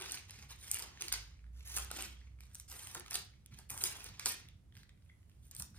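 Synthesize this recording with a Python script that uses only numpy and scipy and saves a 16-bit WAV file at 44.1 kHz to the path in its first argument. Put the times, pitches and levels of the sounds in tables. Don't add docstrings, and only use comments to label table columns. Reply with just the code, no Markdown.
import sys
import numpy as np
from scipy import signal
from scipy.fft import rfft, irfft
from scipy.io import wavfile
from scipy.ndimage import uniform_filter1d, map_coordinates

SR = 44100
rng = np.random.default_rng(int(sys.argv[2]) if len(sys.argv) > 2 else 0)


def master_out(mix):
    frames = np.transpose(np.atleast_2d(mix))
    ceiling = np.clip(frames, -1, 1)
    pcm = np.round(ceiling * 32767).astype(np.int16)
    wavfile.write(sys.argv[1], SR, pcm)


N = 254898
T = np.arange(N) / SR
FREQS = np.fft.rfftfreq(N, 1 / SR)

# start_s, length_s, attack_s, hiss_db (rubbing surfaces), rustle_db (bending sheet)
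STROKES = [(0.0, 0.11, 0.00018, -61.5, -49), (0.276, 0.16, 0.0037, -71, -59),
           (0.485, 0.034, 0.0055, -62.5, -53.5), (0.577, 0.25, 0.042, -58, -55.5),
           (0.687, 0.065, 0.029, -43.5, -49.5), (0.778, 0.1, .01, -68.5, -57.5),
           (0.867, 0.18, 0.037, -87, -61), (0.997, 0.077, 0.013, -55.5, -51.5),
           (1.524, 0.11, 0.046, -73, -67), (1.641, 0.15, 0.066, -49, -50),
           (1.742, 0.038, 0.034, -40.5, -41.5), (1.814, 0.037, .01, -75, -55),
           (1.895, 0.094, 0.079, -51, -43.5), (2.384, 0.18, 0.013, -79, -73),
           (2.529, 0.077, 0.01, -62, -70.5), (2.676, 0.25, 0.011, -55.5, -57),
           (2.942, 0.027, 0.0084, -57.5, -56), (3.046, 0.033, 0.0088, -72, -62),
           (3.101, 0.063, 0.0084, -54.5, -48.5), (3.509, 0.054, 0.0039, -81, -65),
           (3.566, 0.032, 0.0066, -66.5, -62), (3.689, 0.17, 0.012, -51, -60.5),
           (3.801, 0.075, 0.023, -40, -45.5), (3.897, 0.17, 0.0056, -62, -55),
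           (4.074, 0.21, 0.0058, -86.5, -62), (4.192, 0.035, 0.0037, -67, -55.5),
           (4.249, 0.01, 0.002, -49.5, -51), (4.735, 0.077, 0.0099, -76, -70),
           (4.945, 0.6, 0.04, -86.5, -88), (5.415, 0.047, 0.03, -69, -75),
           (5.505, 0.081, 0.015, -78, -65.5), (5.564, 0.037, 0.035, -45.5, -73),
           (5.74, 0.04, 0.0073, -72, -66)]
HISS_RELEASE_S, RUSTLE_RELEASE_S = 0.03, 0.032
# start_s, hiss_db, rustle_db, whip_db, settling_s
TURNS = [(0.114, -52, -49, -48, 0.16), (1.121, -51, -47.5, -40.5, 0.19), (2.009, -51.5, -49.5, -60, 0.23),
         (3.135, -49, -58, -48, 0.25), (4.257, -41, -43.5, -39, 0.16)]
TURN_ATTACK_S, TURN_HOLD_S = 0.0028, 0.036
TURN_HISS_FADE_S, TURN_RUSTLE_FADE_S, WHIP_FADE_S = 0.032, 0.044, 0.032
SETTLE_DB, SETTLE_FADE_S = -20, 0.066
FLEX_DB, FLEX_ONSET_DB = 7.5, -58

# snap_peak_s, snap_energy_db, pop_energy_db, snap_length_ms (rough), pop_ring_hz
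CRACKLES = [(0.0055, -29, -22.5, 0.9, 1350), (0.022, -23, -24.5, 0.84, 2900), (0.042, -41, -30, 0.72, 4300),
            (0.0593, -44, -24.5, 1.6, 2260), (0.1107, -24, -24.5, 1.35, 4120),
            (0.1207, -13, -39, 0.72, 5000), (0.1438, -27, -19.5, 0.18, 4930),
            (0.1727, -38, -23.5, 1.8, 2460), (0.2963, -42, -29, 0.91, 2700),
            (0.308, -27, -28.5, 0.31, 4950), (0.5063, -34, -40, 0.8, 5300), (0.5165, -37, -43, 0.39, 2400),
            (0.561, -39, -51, 0.35, 5500), (0.7145, -5.5, -20.5, 0.51, 6100),
            (0.7448, -10, -32, 0.72, 6030), (0.753, -26.5, -20, 1.26, 2830),
            (0.7595, -28, -24.5, 1.33, 2510), (0.7707, -30, -22.5, 0.22, 1720),
            (0.7877, -19.5, -30, 0.41, 5990), (0.7944, -20, -22.5, 0.43, 4740), (0.8, -24, -27, 0.44, 5730),
            (0.823, -20, -20.5, 2.14, 5000), (0.974, -59, -32, 0.66, 1800),
            (1.0098, -25, -22.5, 0.98, 1440), (1.0142, -32, -17, 0.47, 5900),
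            (1.0219, -14, -17, 0.45, 1360), (1.083, -20, -19.5, 0.35, 4500), (1.12, -34, -20, 0.72, 2200),
            (1.125, -11, -15, 1.66, 1530), (1.1266, -8.5, -22.5, 1.1, 2160), (1.139, -16, -14, 1.75, 4800),
            (1.607, -49, -36, 1.9, 2700), (1.6748, -25, -46, 0.25, 5990), (1.7648, -12.5, -29, 0.51, 2240),
            (1.7745, -15, -21.5, 0.79, 2640), (1.785, -16, -20.5, 0.71, 1270),
            (1.8474, -25, -31, 0.47, 3100), (1.904, -43, -27.5, 1.3, 1250),
            (1.9142, -16.5, -19, 0.96, 1390), (1.972, -25, -28, 0.68, 5700), (2.0077, -24, -23, 1.38, 3760),
            (2.0239, -17, -23.5, 0.83, 2820), (2.0333, -29, -25.5, 1.24, 2300),
            (2.4064, -34.5, -34.5, 0.55, 2430), (2.436, -43, -41.5, 0.55, 2820),
            (2.455, -46, -48, 0.79, 4000), (2.5475, -24.5, -35.5, 0.89, 5990),
            (2.5535, -25, -28.5, 0.52, 6000), (2.5995, -23.5, -34, 0.9, 6050), (2.7, -29, -37, 0.55, 5170),
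            (2.716, -29, -27, 1.15, 5670), (2.8719, -25, -27.5, 0.6, 3140), (2.9482, -19, -27, 0.35, 5730),
            (2.9518, -22.5, -22.5, 1.07, 1010), (2.969, -37, -34, 0.56, 4600),
            (2.978, -38, -29.5, 0.8, 2100), (2.9976, -23.5, -36, 0.54, 4990),
            (3.007, -42, -28.5, 0.85, 1590), (3.062, -40, -29.5, 1.1, 1240), (3.081, -41, -31, 1.3, 1300),
            (3.11, -17.5, -24, 1.32, 5730), (3.1311, -33, -21, 0.89, 5330), (3.1429, -18, -14, 1.75, 4740),
            (3.1528, -32, -15, 0.7, 4540), (3.1556, -10.5, -13, 0.49, 4050),
            (3.4612, -31.5, -38.5, 0.43, 3440), (3.5887, -29, -37, 0.71, 4780),
            (3.6995, -23, -27.5, .8, 2500), (3.704, -15.5, -28, 0.9, 2520), (3.714, -23, -36, 0.51, 2500),
            (3.7772, -19.5, -25, 0.45, 5990), (3.839, -4.5, -12.5, 1.06, 5600),
            (4.004, -43, -29.5, 0.94, 2370), (4.0431, -22, -42, 0.46, 4830), (4.088, -47, -38, 0.71, 5730),
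            (4.1956, -27, -20.5, 1.2, 1890), (4.1967, -23.5, -23.5, 1.5, 4800), (4.259, -7, -9, 0.6, 4520),
            (4.2596, -30.5, -19.5, 0.93, 1310), (4.2679, -18, -30, 1.6, 3700),
            (4.487, -40, -35, 0.46, 3450), (4.768, -43.5, -43, 1.1, 5270), (4.775, -42.5, -43, 0.4, 5300),
            (4.833, -45.5, -47, 0.46, 4000), (5.297, -50, -58, 0.4, 2830), (5.5125, -27, -41, 0.61, 4980),
            (5.516, -34, -41, 0.65, 4910), (5.55, -25, -35, 0.45, 5770), (5.5653, -22, -33, 0.32, 4120),
            (5.598, -19.5, -35, 1.2, 4570), (5.6001, -21, -29.5, 0.89, 4274), (5.623, -17, -28, 0.64, 5900)]
POP_STRETCH = 2.37
POP_RING_DB, POP_RING_WIDTH = 13, 0.087
SMALL_PER_S, SMALL_MS, SMALL_SNAP_DB, SMALL_POP_DB, SMALL_SPREAD_DB = 160, 0.16, 11, 10.5, 10
SMALL_LOWEST_HZ, SMALL_HIGHEST_HZ = 990, 6000

# start_s, level_db, fading_s
FLAPS = [(0.0, -54.5, 0.054), (0.415, -66.5, 0.032), (0.8, -57, 0.072), (1.005, -61.5, 0.026),
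         (1.124, -68.5, 0.01), (1.765, -51.5, 0.053), (1.912, -39, 0.0043), (1.93, -64, 0.064),
         (1.985, -44, 0.0092), (2.71, -64.5, 0.34), (2.948, -46, 0.015), (3.14, -58.5, 0.035),
         (3.583, -57.5, 0.015), (3.70, -56.5, 0.14), (3.837, -43, 0.0051), (3.9, -62.5, 0.14),
         (4.258, -39.5, 0.012), (5.598, -57.5, 0.024)]
FLAP_SHARE_DB = -18.5
# start_s, length_s, level_db, from_hz, to_hz
BILLOWS = [(0.0, 0.02, -57.5, 366, 414), (0.066, 0.067, -71, 370, 330), (1.009, 0.074, -70.5, 399, 330),
           (1.932, 0.06, -62, 251.5, 317), (2.008, 0.092, -71.5, 240.5, 271), (2.954, 0.03, -64, 440, 375),
           (3.831, 0.016, -57, 410, 402), (4.241, 0.032, -59.5, 400, 354)]
BILLOW_WOBBLES_PER_S, BILLOW_ATTACK_S, BILLOW_RELEASE_S = 180, 0.0027, 0.011
# start_s, energy_db, ring_hz, fading_ms
TAPS = [(1.392, -45, 2400, 2), (1.4418, -44, 1340, 2.5), (1.465, -47.5, 1800, 2), (1.554, -52, 1060, 2),
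        (2.214, -43, 2000, 2.9), (2.272, -44, 2412, 3), (2.388, -45, 2300, 2.4), (3.337, -44, 2205, 2),
        (3.523, -44, 1500, 2), (4.724, -42.5, 3250, 1.6), (4.753, -38, 4120, 1.34), (4.768, -36, 1890, 1.3),
        (4.774, -41, 2100, 1.3), (4.833, -39, 1460, 1.1), (4.893, -38, 3590, 1.6),
        (4.975, -52.5, 2350, 2.5), (5.022, -51.5, 3936, 1.6), (5.061, -52, 2490, 1.87),
        (5.09, -46.5, 3390, 4), (5.096, -37.5, 2000, 3.7), (5.23, -51.5, 1807, 1.5),
        (5.296, -49.5, 2800, 2.1), (5.315, -49, 3200, 2), (5.745, -42.5, 1480, 2.34)]
TAP_RING_DB_PER_MS, TAP_RING_HZ = 7, 260

# frequency_hz, relative_level_db
HISS = [(400, -45), (2500, -26.5), (5500, -12.5), (7000, -4.5), (9200, 2), (11000, -1.5), (12500, -4),
        (14500, -3.5), (15600, -21.5), (16300, -38)]
RUSTLE = [(40, -29.5), (250, -13.5), (400, -6), (600, -14), (820, -7), (1050, -6), (1350, -4), (2400, 0),
          (3300, -0.5), (4700, -2), (6500, -1.5), (9000, -17), (15000, -24)]
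SNAP = [(400, -41.5), (2500, -35.5), (5500, -4.5), (7000, -3), (8300, 3), (9500, 1), (11000, 0.5),
        (12000, -14.5), (13300, 0.5), (14500, -10), (15600, -12), (16300, -29)]
WHIP = [(600, -13.5), (1100, -38), (2200, -3), (3100, -1), (4600, 14), (6500, 11), (9000, -24),
        (15000, -27)]
FLAP = [(30, -26.5), (130, 1), (250, -2), (370, -3), (500, -5), (630, -3.5), (820, 5), (1020, 2), (1300, 2),
        (2000, -5.5), (5000, -35.5)]
TAP = [(300, -35), (700, -32), (1400, 2), (1950, 3.5), (3500, -0.5), (4500, -2), (8000, -8), (14000, -21)]
BUMP = [(20, -20.5), (40, -6.5), (70, 2.5), (125, 0.5), (200, -8), (260, -15.5), (600, -45), (2000, -54)]
AIR = [(22, -21.5), (40, -11), (62, 1.5), (100, -0.5), (150, -11.5), (250, -21), (450, -29), (800, -34.5),
       (2000, -40), (6000, -45.5), (10000, -44), (16000, -55.5)]
# frequency_hz, relative_level_db
AROUND = [(200, 3.5), (1000, 3), (3000, 2.5), (6000, 6), (9000, 6.5), (15000, -3.5)]

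# frequency_hz, ring_time_s
ROOM_T60_S = [(200, 0.36), (800, 0.3), (2200, 0.39), (4500, 0.34), (7000, 0.34), (10000, 0.042),
              (16000, 0.059)]
# frequency_hz, relative_level_db
ROOM_DB = [(200, -0.5), (800, -6), (2500, -3), (4500, -9), (9000, -17), (15000, -37)]
# frequency_hz, left_lead_radians
PORT_PHASE = [(100, 0), (1800, .7), (3000, 1.9), (5000, 2.2), (5900, 3.2), (7800, 2.8), (8600, .7),
              (9600, 0), (11500, -2.9), (12200, -3.2), (13400, -6.1), (14700, -6.5), (15500, -9)]
# frequency_hz, left_minus_right_db
PORT_BALANCE = [(100, 2.5), (500, -3), (1200, 0.5), (2500, -2), (4800, -4.5), (7000, -4), (9000, 1),
                (15000, -2)]
TOP_HZ = 16300

# time_s, pitch_hz, level_db
DRONE = [(0, 63.23, -67), (.9, 62.66, -63.5), (1.12, 49.4, -50), (1.33, 56.3, -56.5), (1.55, 60.26, -44.5),
         (1.8, 61.43, -47), (2.0, 62.44, -47), (2.3, 63, -48.5), (2.55, 60.3, -54), (2.9, 64.2, -63),
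         (3.8, 62.57, -62.5), (4.35, 62.5, -69), (5.0, 62.76, -76), (5.78, 65.9, -57)]
# start_s, level_db
BUMPS = [(0.36, -57), (2.0, -61), (2.17, -71.5), (3.241, -64.5), (3.49, -55.5), (3.7, -57.5), (4.082, -57),
         (4.36, -60.5), (4.529, -66.5), (4.731, -60), (5.28, -78), (5.57, -54.5), (5.7, -59.5)]
AIR_DB = -61


def motion():
    hiss_power, rustle_power = np.zeros(N), np.zeros(N)
    for s, length_s, attack_s, hiss_db, rustle_db in STROKES:
        hiss_power += (amp(hiss_db) * envelope(s, length_s, attack_s, HISS_RELEASE_S)) ** 2
        rustle_power += (amp(rustle_db) * envelope(s, length_s, attack_s, RUSTLE_RELEASE_S)) ** 2
    for s, hiss_db, rustle_db, _, settle_s in TURNS:
        hiss_power += (amp(hiss_db) * envelope(s, TURN_HOLD_S, TURN_ATTACK_S, TURN_HISS_FADE_S)) ** 2
        sweep = envelope(s, TURN_HOLD_S, TURN_ATTACK_S, TURN_RUSTLE_FADE_S)
        settle = amp(SETTLE_DB) * envelope(s, settle_s, TURN_ATTACK_S, SETTLE_FADE_S)
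        rustle_power += amp(rustle_db) ** 2 * (sweep ** 2 + settle ** 2)
    return np.sqrt(hiss_power), np.sqrt(rustle_power)


def sliding(hiss, rustle):
    jerks = unit(amp(2.0 * walk(rate=100)))
    slips = jerks * friction(grain_rate=450, spread_db=6.0, grain_db=-5.0)
    slips = bend(slips, depth_db=4, rate=70, width_hz=260)
    unevenness_db = FLEX_DB * rustle / (rustle + amp(FLEX_ONSET_DB))
    steps = amp(unevenness_db * walk(rate=70))
    flexing = steps / np.sqrt(uniform_filter1d(steps ** 2, size=2048))
    hissing = colour(slips, HISS) * hiss * amp(0.5)
    rustling = colour(slips, RUSTLE) * flexing * rustle * amp(-2.5)
    return hissing + rustling


def friction(grain_rate, spread_db, grain_db):
    sizes = amp(spread_db * np.minimum(rng.exponential(size=N), 3))
    catches = (rng.random(N) < grain_rate / SR) * sizes
    fading = signal.lfilter([1], [1, -np.exp(-1 / (0.00087 * SR))], catches)
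    grains = fading * rng.standard_normal(N)
    return unit(rng.standard_normal(N) + amp(grain_db) * unit(grains))


def bend(x, depth_db, rate, width_hz):
    hz, s, cells = signal.stft(x, SR, nperseg=512)
    place = np.meshgrid(hz / width_hz, s * rate, indexing='ij')
    patches = map_coordinates(rng.standard_normal((256, 1024)), place, order=2, mode='wrap')
    return signal.istft(cells * unit(amp(depth_db * patches)), SR)[1][:N]


def crackles(hiss, rustle):
    buckles = [(s, amp(snap_db), amp(pop_db), ms, hz) for s, snap_db, pop_db, ms, hz in CRACKLES]
    buckles += small_buckles(hiss, rustle)
    out = np.zeros(N)
    for s, snap, pop, ms, hz in buckles:
        snap_noise, pop_noise = rng.standard_normal(size=(2, 1024))
        start = s - 512 / SR - ms / 1000 / 3
        add(out, start, snap * buckle(snap_noise, ms, SNAP))
        add(out, start, pop * buckle(pop_noise, POP_STRETCH * ms, RUSTLE, hz, POP_RING_DB))
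    return out


def small_buckles(hiss, rustle):
    count = int(SMALL_PER_S * N / SR)
    places = rng.integers(N, size=count)
    sizes = amp(SMALL_SPREAD_DB * (2 * rng.random(size=(count, 2)) - 1.5))
    rings = rng.uniform(SMALL_LOWEST_HZ, SMALL_HIGHEST_HZ, size=count)
    snaps = hiss[places] * sizes[:, 0] * amp(SMALL_SNAP_DB)
    pops = rustle[places] * sizes[:, 1] * amp(SMALL_POP_DB)
    return [(T[i], snap, pop, SMALL_MS, hz) for i, snap, pop, hz in zip(places, snaps, pops, rings)]


def buckle(noise, ms, spectrum, ring_hz=1, ring_db=0):
    t = T[:len(noise)]
    rise_s = ms / 1000 / 3
    pulse = t / rise_s * np.exp(1 - t / rise_s)
    shiver = amp(-20) * np.exp(-t / .004)
    burst = np.pad(noise * (pulse + shiver), (512, 0))
    hz = np.fft.rfftfreq(len(burst), 1 / SR)
    ring = ring_db / (1 + ((hz / ring_hz - 1) / POP_RING_WIDTH) ** 2)
    burst = irfft(rfft(burst) * amp(at(spectrum, hz) + ring))
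    return burst / np.linalg.norm(burst)


def swishes(table, spectrum, following=0):
    t, swell = T[:SR // 2], np.zeros(N)
    for s, db, fading_s in table:
        add(swell, s, amp(db) * (1 - np.exp(-t / 0.0026)) * np.exp(-t / fading_s))
    grainy = friction(grain_rate=800, spread_db=4.5, grain_db=1.5)
    flutter = bend(grainy, depth_db=-2.5, rate=120, width_hz=250)
    return colour(flutter, spectrum) * np.hypot(swell, following)


def billows():
    out = np.zeros(N)
    for s, length_s, db, from_hz, to_hz in BILLOWS:
        pitch_hz = np.interp(T, [s, s + length_s], [from_hz, to_hz])
        phase = 2 * np.pi * np.cumsum(pitch_hz) / SR
        wobble = walk(BILLOW_WOBBLES_PER_S) * np.cos(phase) + walk(BILLOW_WOBBLES_PER_S) * np.sin(phase)
        out += amp(db) * unit(wobble) * envelope(s, length_s, BILLOW_ATTACK_S, BILLOW_RELEASE_S)
    return out


def taps():
    t, out = T[:2048], np.zeros(N)
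    hz = np.fft.rfftfreq(len(t), 1 / SR)
    for s, db, ring_hz, ms in TAPS:
        ring_db = TAP_RING_DB_PER_MS * ms / (1 + ((hz - ring_hz) / TAP_RING_HZ) ** 2)
        touch = rng.standard_normal(len(t)) * np.exp(-1000 * t / ms)
        touch = irfft(rfft(touch) * amp(at(TAP, hz) + ring_db))
        touch *= np.minimum(1, 4 * (1 - t / t[-1]))
        add(out, s, amp(db) * touch / np.linalg.norm(touch))
    return out


def room_ring(x, count=8):
    t, tails = T[:SR // 2], 0
    for k, band in enumerate(bands(rng.standard_normal(N), count=10)):
        hz = (k / 10) ** 2 * SR / 2
        fade = amp(-60 * t / at(ROOM_T60_S, hz)) * np.clip((t - .002) / .006, 0, 1)
        noises = band[:count * len(t)].reshape(count, len(t))
        tails = tails + noises * fade / np.linalg.norm(fade) * amp(at(ROOM_DB, hz))
    shares = np.array([walk(rate=16) for _ in range(count)])
    shares = shares / np.linalg.norm(shares, axis=0)
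    return signal.fftconvolve(x * shares, tails, axes=1).sum(0)[:N]


def ports(x):
    half = amp(at(PORT_BALANCE, FREQS) / 2) * np.exp(.5j * at(PORT_PHASE, FREQS))
    return irfft(rfft(x) * np.array([half, 1 / half]), N)


def background():
    return (room_air() + drone() + bumps()) * amp([[-1.3], [1.2]])


def room_air():
    shared, left, right = (colour(rng.standard_normal(N), AIR) for _ in range(3))
    apart = at([(60, 0.087), (200, 0.6), (800, 0.96)], FREQS)
    return amp(AIR_DB) * irfft(rfft(shared) * np.sqrt(1 - apart ** 2) + rfft([left, right]) * apart, N)


def drone():
    s, hz, db = np.transpose(DRONE)
    pitch_hz = np.interp(T, s, hz) + 1.3 * walk(rate=6.4)
    level_db = np.interp(T, s, db) + 2.54 * walk(rate=11) - 4.5
    return np.sqrt(2) * np.sin(2 * np.pi * np.cumsum(pitch_hz) / SR) * amp(level_db)


def bumps():
    leaning = sum(amp(db) * envelope(s, hold_s=0.039, attack_s=0.013, release_s=0.088) for s, db in BUMPS)
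    return colour(rng.standard_normal(N), BUMP) * np.hypot(leaning, amp(-71))


def amp(db):
    return 10 ** (np.asarray(db) / 20)


def unit(x):
    return x / np.sqrt(np.mean(x ** 2))


def envelope(s, hold_s, attack_s, release_s):
    t = np.maximum(T - s, 0)
    return (1 - np.exp(-t / attack_s)) * np.exp(-np.clip((t - hold_s) / release_s, 0, 20))


def at(points, hz):
    f, value = np.transpose(points)
    return np.interp(np.log(hz + 1), np.log(f), value)


def colour(x, spectrum):
    return irfft(rfft(x) * unit(amp(at(spectrum, FREQS))), N)


def walk(rate):
    knots = rng.standard_normal(4096)
    return 0.97 * map_coordinates(knots, [T * rate], order=2, mode='wrap')


def bands(x, count):
    place = np.sqrt(FREQS / FREQS[-1]) * count
    spectrum = rfft(x)
    return [irfft(spectrum * np.maximum(1 - abs(place - k), 0), N) for k in range(count + 1)]


def add(track, s, sound):
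    start = max(int(s * SR), 0)
    part = sound[:max(N - start, 0)]
    track[start:start + len(part)] += part


def delayed(x, ms):
    return map_coordinates(x, [(T - ms / 1000) * SR], order=3)


def scene():
    hiss, rustle = motion()
    whips = swishes([(s, db, WHIP_FADE_S) for s, _, _, db, _ in TURNS], WHIP)
    flaps = swishes(FLAPS, FLAP, following=amp(FLAP_SHARE_DB) * rustle)
    paper = sliding(hiss, rustle) + crackles(hiss, rustle) + whips + flaps + billows() + taps()
    left, right = ports(paper + amp(-11.5) * room_ring(paper))
    sway_ms = .011 * walk(rate=5)
    near = np.array([left, delayed(right, sway_ms)])
    scattered = amp(1.5) * colour(paper, AROUND)
    around = np.array([room_ring(scattered), room_ring(scattered)])
    return near + around + background()


def record(dry):
    return signal.sosfilt(signal.ellip(8, .2, 70, TOP_HZ, fs=SR, output="sos"), dry)


dry = scene()
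out = record(dry)
master_out(out)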